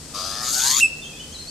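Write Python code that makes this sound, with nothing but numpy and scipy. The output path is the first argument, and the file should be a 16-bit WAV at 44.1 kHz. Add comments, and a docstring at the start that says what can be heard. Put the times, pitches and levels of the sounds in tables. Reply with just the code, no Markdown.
"""Over a low hum and outdoor hiss, a butcherbird on a lawn starts a harsh, fluttering rasp.
The two sides of its syrinx buzz at separate pitches; the call swells and climbs, and its hiss
brightens as the opening beak shifts the throat's resonances. At 0.8 s the rasp snaps into one clear
whistle. Trees scatter back a soft echo, and from 1 s small birds chirp farther off."""
import sys
import numpy as np
from scipy import signal
from scipy.fft import rfft, irfft, next_fast_len
from scipy.io import wavfile
from scipy.ndimage import map_coordinates

SR = 44100
rng = np.random.default_rng(int(sys.argv[2]) if len(sys.argv) > 2 else 0)


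def wrap_up_sound(samples):
    """Save the sound to the file named by the first command line argument, as 16-bit audio."""
    columns = np.atleast_2d(samples).T
    # keep every value between -1 and 1, then stretch to whole-number steps
    tamed = np.clip(columns, -1, 1)
    steps = np.round(tamed * 32767).astype(np.int16)
    wavfile.write(sys.argv[1], SR, steps)


N = 66150

# The flutter of the rasp. Each row: time in seconds, rate in beats per second.
FLUTTER_RATE = [(.15, 96.4), (.35, 95), (.47, 128), (.68, 131), (.79, 138)]

def rasp():
    """Common modulation: one flutter drives tones and hiss, so they fuse into a single call."""
    rate, = curves(FLUTTER_RATE)
    flutter = phase_of(rate * (1 + .075 * wobble(119.86)))
    return syrinx(flutter) + throat_overtones(flutter) + throat_hiss(flutter)


# The syrinx's two sides and a weak side tone. Each row: time in seconds, pitch in Hz, level in dB.
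LOW_SIDE = [(.135, 610.7, -52), (.16, 618, -44), (.3, 683.8, -43.5), (.46, 749.9, -42.5), (.51, 679.5, -52),
            (.58, 776, -45), (.615, 880.7, -46.5), (.65, 930.4, -33.5), (.7, 1019, -38), (.73, 1044, -33),
            (.785, 1197, -36), (.797, 1548, -29), (.804, 2414, -28), (.812, 2760, -24)]
HIGH_SIDE = [(0.134, 1230, -49), (0.159, 1186, -35), (0.272, 1238, -37), (0.378, 1253, -40),
             (0.481, 1234, -35.5), (.52, 1360, -40.5), (0.577, 1485, -34), (.61, 1480, -36.5),
             (.66, 1585, -31.5), (.72, 1820, -40), (0.788, 2470, -41), (.81, 2660, -60)]
WEAK_TONE = [(.15, 1720, -53), (0.251, 1650, -59), (0.302, 1660, -48.5), (0.419, 1770, -42),
             (.51, 1766, -48)]

def syrinx(flutter):
    """Biphonation: each side of the syrinx vibrates at its own pitch, with a faint third tone."""
    return sum(buzz(rows, flutter, jitter=.0188, swing_hz=96)
               for rows in (LOW_SIDE, HIGH_SIDE, WEAK_TONE))


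# Three shrill overtones, a table each. Each row: time in seconds, pitch in Hz, level in dB.
SHRILL_TONES = [
    [(.15, 4700, -44), (.27, 4950, -37.5), (.36, 4950, -45), (.42, 5200, -35), (.46, 4950, -37.5),
     (.55, 4650, -36), (.59, 4650, -53)],
    [(.58, 3400, -45), (.65, 3820, -32), (.69, 4200, -28.5), (.725, 4430, -26.5), (.77, 4480, -32),
     (.79, 4900, -48)],
    [(.44, 6700, -40), (.55, 6600, -30), (.66, 6400, -34), (.73, 6600, -29), (.78, 7000, -30),
     (.803, 7100, -30), (.811, 8200, -44)],
]
# Their positions. Each entry: left over right in dB.
SHRILL_PAN_DB = [10.5, 4.5, 5]

def throat_overtones(flutter):
    """Resonance: the throat singles out overtones, each sounded here as a separate gliding tone."""
    return sum(panned(pan_db) * buzz(rows, flutter, jitter=.01216, swing_hz=83)
               for rows, pan_db in zip(SHRILL_TONES, SHRILL_PAN_DB))


def buzz(rows, flutter, jitter, swing_hz):
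    """Amplitude and frequency modulation: the flutter chops and bends a tone, adding sidebands."""
    hz, db = curves(rows)
    drift = 1 + jitter * wobble(300) + .012 * wobble(45)
    phase = phase_of(hz * drift + swing_hz * np.sin(flutter))
    tone = np.sin(phase) + amp(-16.5) * np.sin(2 * phase)
    chop = (1 + .44 * np.cos(flutter)) * amp(1.8 * wobble(80))
    return unit(tone * chop) * amp(db) * gate(rows[0][0], rows[-1][0])


# Strength of the hiss. Each row: time in seconds, relative level in dB.
HISS_LEVEL = [(.125, -70), (.145, -34), (.165, -32), (.26, -31.5), (.42, -32.5), (.445, -28), (.56, -23.5),
              (.66, -20.5), (.71, -20.5), (.745, -22), (.785, -21), (.805, -19)]
# Sputter of the hiss. Each row: time in seconds, scatter of the level in dB.
HISS_SPUTTER = [(.15, .9), (.58, 1.1), (.68, 2.6), (.8, 2.6)]
# The beak. Each row: time in seconds, opening (0 nearly shut, 1 half open, 2 wide, 3 strained).
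BEAK_OPENING = [(.41, 0), (.45, 2.5), (.56, 0.5), (.62, 2.5), (.7, 1.5), (.74, 3)]
# Throat resonances at those four openings. Each row: frequency in Hz, relative gain in dB.
THROAT_SHUT = [(1200, -17.5), (2100, -22), (2500, -12), (2850, -12), (3500, -2), (4100, -4), (4900, 1),
               (5600, -3), (6300, -2), (7100, -10.5), (8100, -6), (9200, -12), (11000, -11.5),
               (12500, -17.5), (13500, -24), (15000, -34)]
THROAT_HALF = [(1240, -20.5), (2100, -27), (2580, -22), (2800, -23), (3040, -18), (3610, -12.5),
               (4060, -17), (4590, -7), (5730, -9), (6540, -5.5), (7960, -7), (10500, -14.5),
               (11700, -12.5), (14200, -23), (15000, -28)]
THROAT_WIDE = [(1240, -27), (2100, -13.5), (2600, -17.5), (2870, -11.5), (3190, -9.5), (3740, -3.5),
               (4060, -3), (4860, 0), (5360, -9.5), (6540, 0), (7580, -5.5), (10200, -11.5), (11400, -11),
               (13700, -20), (15000, -36)]
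THROAT_STRAINED = [(1240, -34), (2100, -15), (2240, -14), (2580, -14), (3070, -14), (3250, -2.5), (3440, 1),
                   (4020, -6), (4510, -10.5), (5230, -7.5), (6120, -8), (6810, 3), (7900, -14.5),
                   (9460, -8), (10600, -15), (12100, -11), (15000, -31)]
# Balance of the hiss, beak shut and open. Each row: frequency in Hz, left over right in dB.
SHUT_PAN = [(60, 19), (92, 9.5), (140, 1), (210, 3), (330, -6), (500, 5), (770, -5), (1170, -4), (1790, 21),
            (2740, 4), (4190, 10.5), (6410, 8.5), (9810, 2), (15000, -2)]
OPEN_PAN = [(2000, -2), (3400, 1), (5000, 1), (6000, 8.5), (7000, 8), (8000, 10), (8700, -4.5), (10000, 2),
            (11300, -4.5), (15000, -2.5)]
# Likeness of the hiss in the two ears. Each row: frequency in Hz, coherence from 0 to 1.
HISS_COHERENCE = [(2000, 1), (4000, 0.87), (6800, 0.62), (8200, 0.1), (12000, 0.33)]

def throat_hiss(flutter, pulse_share=.23):
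    """Source and filter: ragged syrinx pulses and turbulent air pass through the opening throat."""
    hz, _ = curves(LOW_SIDE)
    cycles = np.floor(phase_of(hz * (1 + .018 * wobble(900))) / (2 * np.pi))
    pulses = unit(np.diff(cycles, prepend=0) / np.sqrt(hz))  # one a cycle, at even power
    source = rng.standard_normal((2, N))
    source[0] = np.sqrt(pulse_share) * pulses + np.sqrt(1 - pulse_share) * source[0]
    db, = curves(HISS_LEVEL)
    scatter_db, = curves(HISS_SPUTTER)
    beak, = curves(BEAK_OPENING)
    bursts = unit((1 + .13 * np.cos(flutter)) * amp(scatter_db * wobble(420)))
    throats = [(THROAT_SHUT, SHUT_PAN), (THROAT_HALF, OPEN_PAN),
               (THROAT_WIDE, OPEN_PAN), (THROAT_STRAINED, OPEN_PAN)]
    out = np.zeros((2, N))
    for opening, (resonances, pan) in enumerate(throats):
        crossfade = np.clip(1 - abs(beak - opening), 0, 1)
        out += crossfade * spread(source * bursts, resonances, HISS_COHERENCE, pan)
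    return out * amp(db - 1) * gate(HISS_LEVEL[0][0], end=.815, edge_s=.016)


# The closing note. Each row: time in seconds, pitch in Hz, relative level in dB.
WHISTLE_NOTE = [(.803, 2478, -26), (0.812, 2765, -17), (0.818, 2777, -19), (0.832, 2675, -9),
                (.84, 2614, -15), (.85, 2614, -15), (.861, 2614, -15), (0.873, 2614, -31),
                (0.884, 2450, -37)]
# Its harmonics, from the first up. Each row: gain in dB, left over right in dB, unsteadiness in dB.
WHISTLE_HARMONICS = [(-0.5, -3, 1.7), (-26, 7.5, 6), (-17.5, 10, 5), (-24.5, -4.5, -0.5), (-39, -1, -2)]

def whistle():
    """Periodic vibration: free of flutter, one harmonic note flicks up and then falls slightly."""
    hz, db = curves(WHISTLE_NOTE)
    phase = phase_of(hz)
    tone = sum(amp(gain_db + unsteady_db * wobble(200)) * panned(pan_db) * np.sin(k * phase)
               for k, (gain_db, pan_db, unsteady_db) in enumerate(WHISTLE_HARMONICS, start=1))
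    return np.sqrt(2) * tone * amp(db) * gate(WHISTLE_NOTE[0][0], WHISTLE_NOTE[-1][0])


def near_reflections(x, t60_s=.12, delay_s=.003, low_cut_hz=2070, width=.33):
    """Early reflections: nearby surfaces give a short, dense answer, wider in the treble."""
    treble = filtered(x, lambda hz: hz ** 2 / (hz ** 2 + low_cut_hz ** 2))
    t = np.arange(SR // 10) / SR
    mid, side = rng.standard_normal((2, len(t))) * amp(-60 * t / t60_s) * (t > delay_s)
    tail = mid + width * np.diff(side, prepend=0) * np.array([[1], [-1]])
    return signal.fftconvolve(treble, tail / np.linalg.norm(tail[0]), axes=1)[:, :N]


# Colour of the whistle's echo. Each row: frequency in Hz, relative gain in dB.
WHISTLE_ECHO_COLOUR = [(2600, -3), (5300, 11), (8000, 2.5), (10600, 12), (13000, 3)]

def call_echo(harsh, clear):
    """Reflection: the trees return the call softly, the whistle with stronger upper harmonics."""
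    bright = filtered(clear, lambda hz: amp(along(WHISTLE_ECHO_COLOUR, hz)))
    return tree_scatter(amp(-19.5) * harsh + amp(-15) * bright)


# Decay among the trees. Each row: frequency in Hz, time to fall 60 dB in seconds.
TREE_DECAY = [(300, 0.13), (2600, 0.85), (6000, 0.36), (12000, 0.15)]

def tree_scatter(x, delay_s=.012):
    """Diffuse scattering: trees leave a tail in which each frequency decays at its own rate."""
    hz, t, noise = signal.stft(rng.standard_normal((2, SR)), SR, nperseg=256)
    decay = amp(-60 * t / along(TREE_DECAY, hz)[:, None])
    _, tail = signal.istft(noise * decay, SR, nperseg=256)
    tail = np.pad(tail / np.linalg.norm(tail[0]), ((0, 0), (int(delay_s * SR), 0)))
    return signal.fftconvolve(x, tail, axes=1)[:, :N]


# Distant chirps. Each row: start in seconds, length in seconds, first pitch in Hz, last pitch in Hz,
# level in dB, octave over fundamental in dB.
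BIRD_CHIRPS = [(1.017, 0.033, 3613, 3490, -38, -22), (1.034, 0.056, 3096, 3310, -41.5, -5),
               (1.121, 0.04, 2454, 2570, -46, -15), (1.154, 0.041, 3350, 3440, -46, -14),
               (1.191, 0.045, 2945, 3157, -39.5, -12), (1.319, 0.028, 3050, 3490, -45, 1),
               (1.337, 0.04, 4315, 3755, -37.5, -15), (1.372, .014, 2950, 3250, -45, 5),
               (1.382, 0.063, 4130, 4233, -39.5, -18), (1.465, 0.037, 4210, 4600, -38, -30)]

def small_birds():
    """Direct-to-reverberant ratio: short, wavering glides sound far off under their strong echo."""
    out = np.zeros(N)
    for start, length, first_hz, last_hz, db, octave_db in BIRD_CHIRPS:
        hz, = curves([(start, first_hz), (start + length, last_hz)])
        phase = phase_of(hz * (1 + .01205 * wobble(200)))
        tone = np.sin(phase) + amp(octave_db) * np.sin(2 * phase)
        out += tone * amp(db + 1.7 * wobble(120)) * gate(start, start + length, edge_s=.009)
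    direct = np.sqrt(2) * np.array([out, out])
    return direct + amp(-5) * tree_scatter(direct)


# Spectra of the rumble and the outdoor hiss. Each row: frequency in Hz, relative level in dB.
RUMBLE_SPECTRUM = [(12, -58), (20, -9), (80, -0.5), (113, -7.5), (146, -7), (233, -6.5), (260, -6),
                   (295, -6), (347, -9.5), (498, -10.5), (1500, -31), (1950, -23), (3300, -120)]
AIR_SPECTRUM = [(710, -10), (1200, -9), (2230, -11.5), (2590, -8), (2800, -10), (3250, -7.5), (3940, -7.5),
                (4340, -3.5), (5730, -5), (7090, -5), (8240, -2), (9780, -12), (12000, -14), (14700, -29.5),
                (15500, -42)]
# Strength of the outdoor hiss. Each row: time in seconds, level in dB.
AIR_LEVEL = [(0, -43), (.12, -42), (.9, -45), (1.5, -43)]
# Likeness of both noises in the two ears. Each row: frequency in Hz, coherence from 0 to 1.
FIELD_COHERENCE = [(60, 0.89), (300, 0.91), (640, 0.8), (1400, 0.69), (3100, 0.45), (7000, 0.11),
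                   (15000, .05)]
# Balance of both noises. Each row: frequency in Hz, left over right in dB.
FIELD_PAN = [(60, 0), (99, -2), (160, -4.5), (270, -0.5), (450, -1), (740, -0.5), (1220, -1.5),
             (2010, -0.5), (3330, -1), (5500, 8.5), (9080, 4.5), (15000, -3)]
# Partials of the distant hum. Each row: frequency in Hz, level in dB.
HUM_PARTIALS = [(75.5, -59.5), (151, -52.5), (227, -54.5)]

def background():
    """A diffuse field, less coherent as frequency rises: rumble and wide hiss around a wavering hum."""
    rumble = spread(rng.standard_normal((2, N)), RUMBLE_SPECTRUM, FIELD_COHERENCE, FIELD_PAN)
    air = spread(rng.standard_normal((2, N)), AIR_SPECTRUM, FIELD_COHERENCE, FIELD_PAN)
    air_db, = curves(AIR_LEVEL)
    hum = np.zeros(N)
    for hz, db in HUM_PARTIALS:
        swell = amp(db + 2 * wobble(6.16))
        hum += swell * np.sin(phase_of(hz * (1 + .014 * wobble(15))))
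    return amp(-45) * rumble + amp(air_db) * air + np.sqrt(2) * hum


def amp(db):
    """The decibel scale: 20 dB is a tenfold amplitude."""
    return 10 ** (np.asarray(db) / 20)


def unit(x):
    """Normalisation to an rms of 1."""
    return x / np.sqrt(np.mean(x ** 2) + 1e-20)


def along(points, hz):
    """Interpolation of (Hz, value) points on a logarithmic frequency axis."""
    knots_hz, values = np.transpose(points)
    return np.interp(np.log(hz + 1), np.log(knots_hz + 1), values)


def curves(rows):
    """Linear interpolation: one value per sample for each column after the time."""
    times, *columns = np.transpose(rows)
    return [np.interp(np.arange(N) / SR, times, column) for column in columns]


def gate(start, end, edge_s=.0025):
    """A trapezoidal window between two times in seconds."""
    t = np.arange(N) / SR
    return np.clip(np.minimum(t - start, end - t) / edge_s, 0, 1)


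def wobble(rate):
    """Smooth random modulation: a spline through `rate` knots a second."""
    knots = rng.standard_normal(int(N * rate / SR) + 4)
    return map_coordinates(knots, [np.arange(N) * rate / SR])


def phase_of(hz):
    """Phase as the integral of frequency."""
    return 2 * np.pi * np.cumsum(hz) / SR


def filtered(x, response):
    """Linear filtering: the spectrum of x times a frequency response."""
    size = next_fast_len(N + SR // 2)
    hz = np.fft.rfftfreq(size, 1 / SR)
    return irfft(rfft(x, size) * response(hz), size)[..., :N]


def panned(db):
    """Interaural level difference: gains that set left `db` above right."""
    return amp(np.array([[.5], [-.5]]) * db)


def spread(pair, spectrum, coherence, pan):
    """Mid-side mixing: two unrelated signals become coloured stereo whose middle has rms 1."""
    def mid_side_gains(hz):
        angle = np.arccos(np.clip(along(coherence, hz), -1, 1)) / 2
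        return amp(along(spectrum, hz)) * [np.cos(angle), np.sin(angle)]

    mid, side = filtered(pair, mid_side_gains)
    out = filtered(np.array([mid + side, mid - side]), lambda hz: panned(along(pan, hz)))
    return out / np.sqrt(np.mean(out.mean(0) ** 2))


def scene():
    """Superposition: the call, its echoes and the garden add at the listener."""
    harsh, clear = rasp(), whistle()
    echoes = amp(-4.5) * near_reflections(harsh) + call_echo(harsh, clear)
    return harsh + clear + echoes + small_birds() + background()


def record(dry):
    """Band limiting: nothing above 15.3 kHz passes."""
    return filtered(dry, lambda hz: hz < 15300)


dry = scene()
out = record(dry)
wrap_up_sound(out)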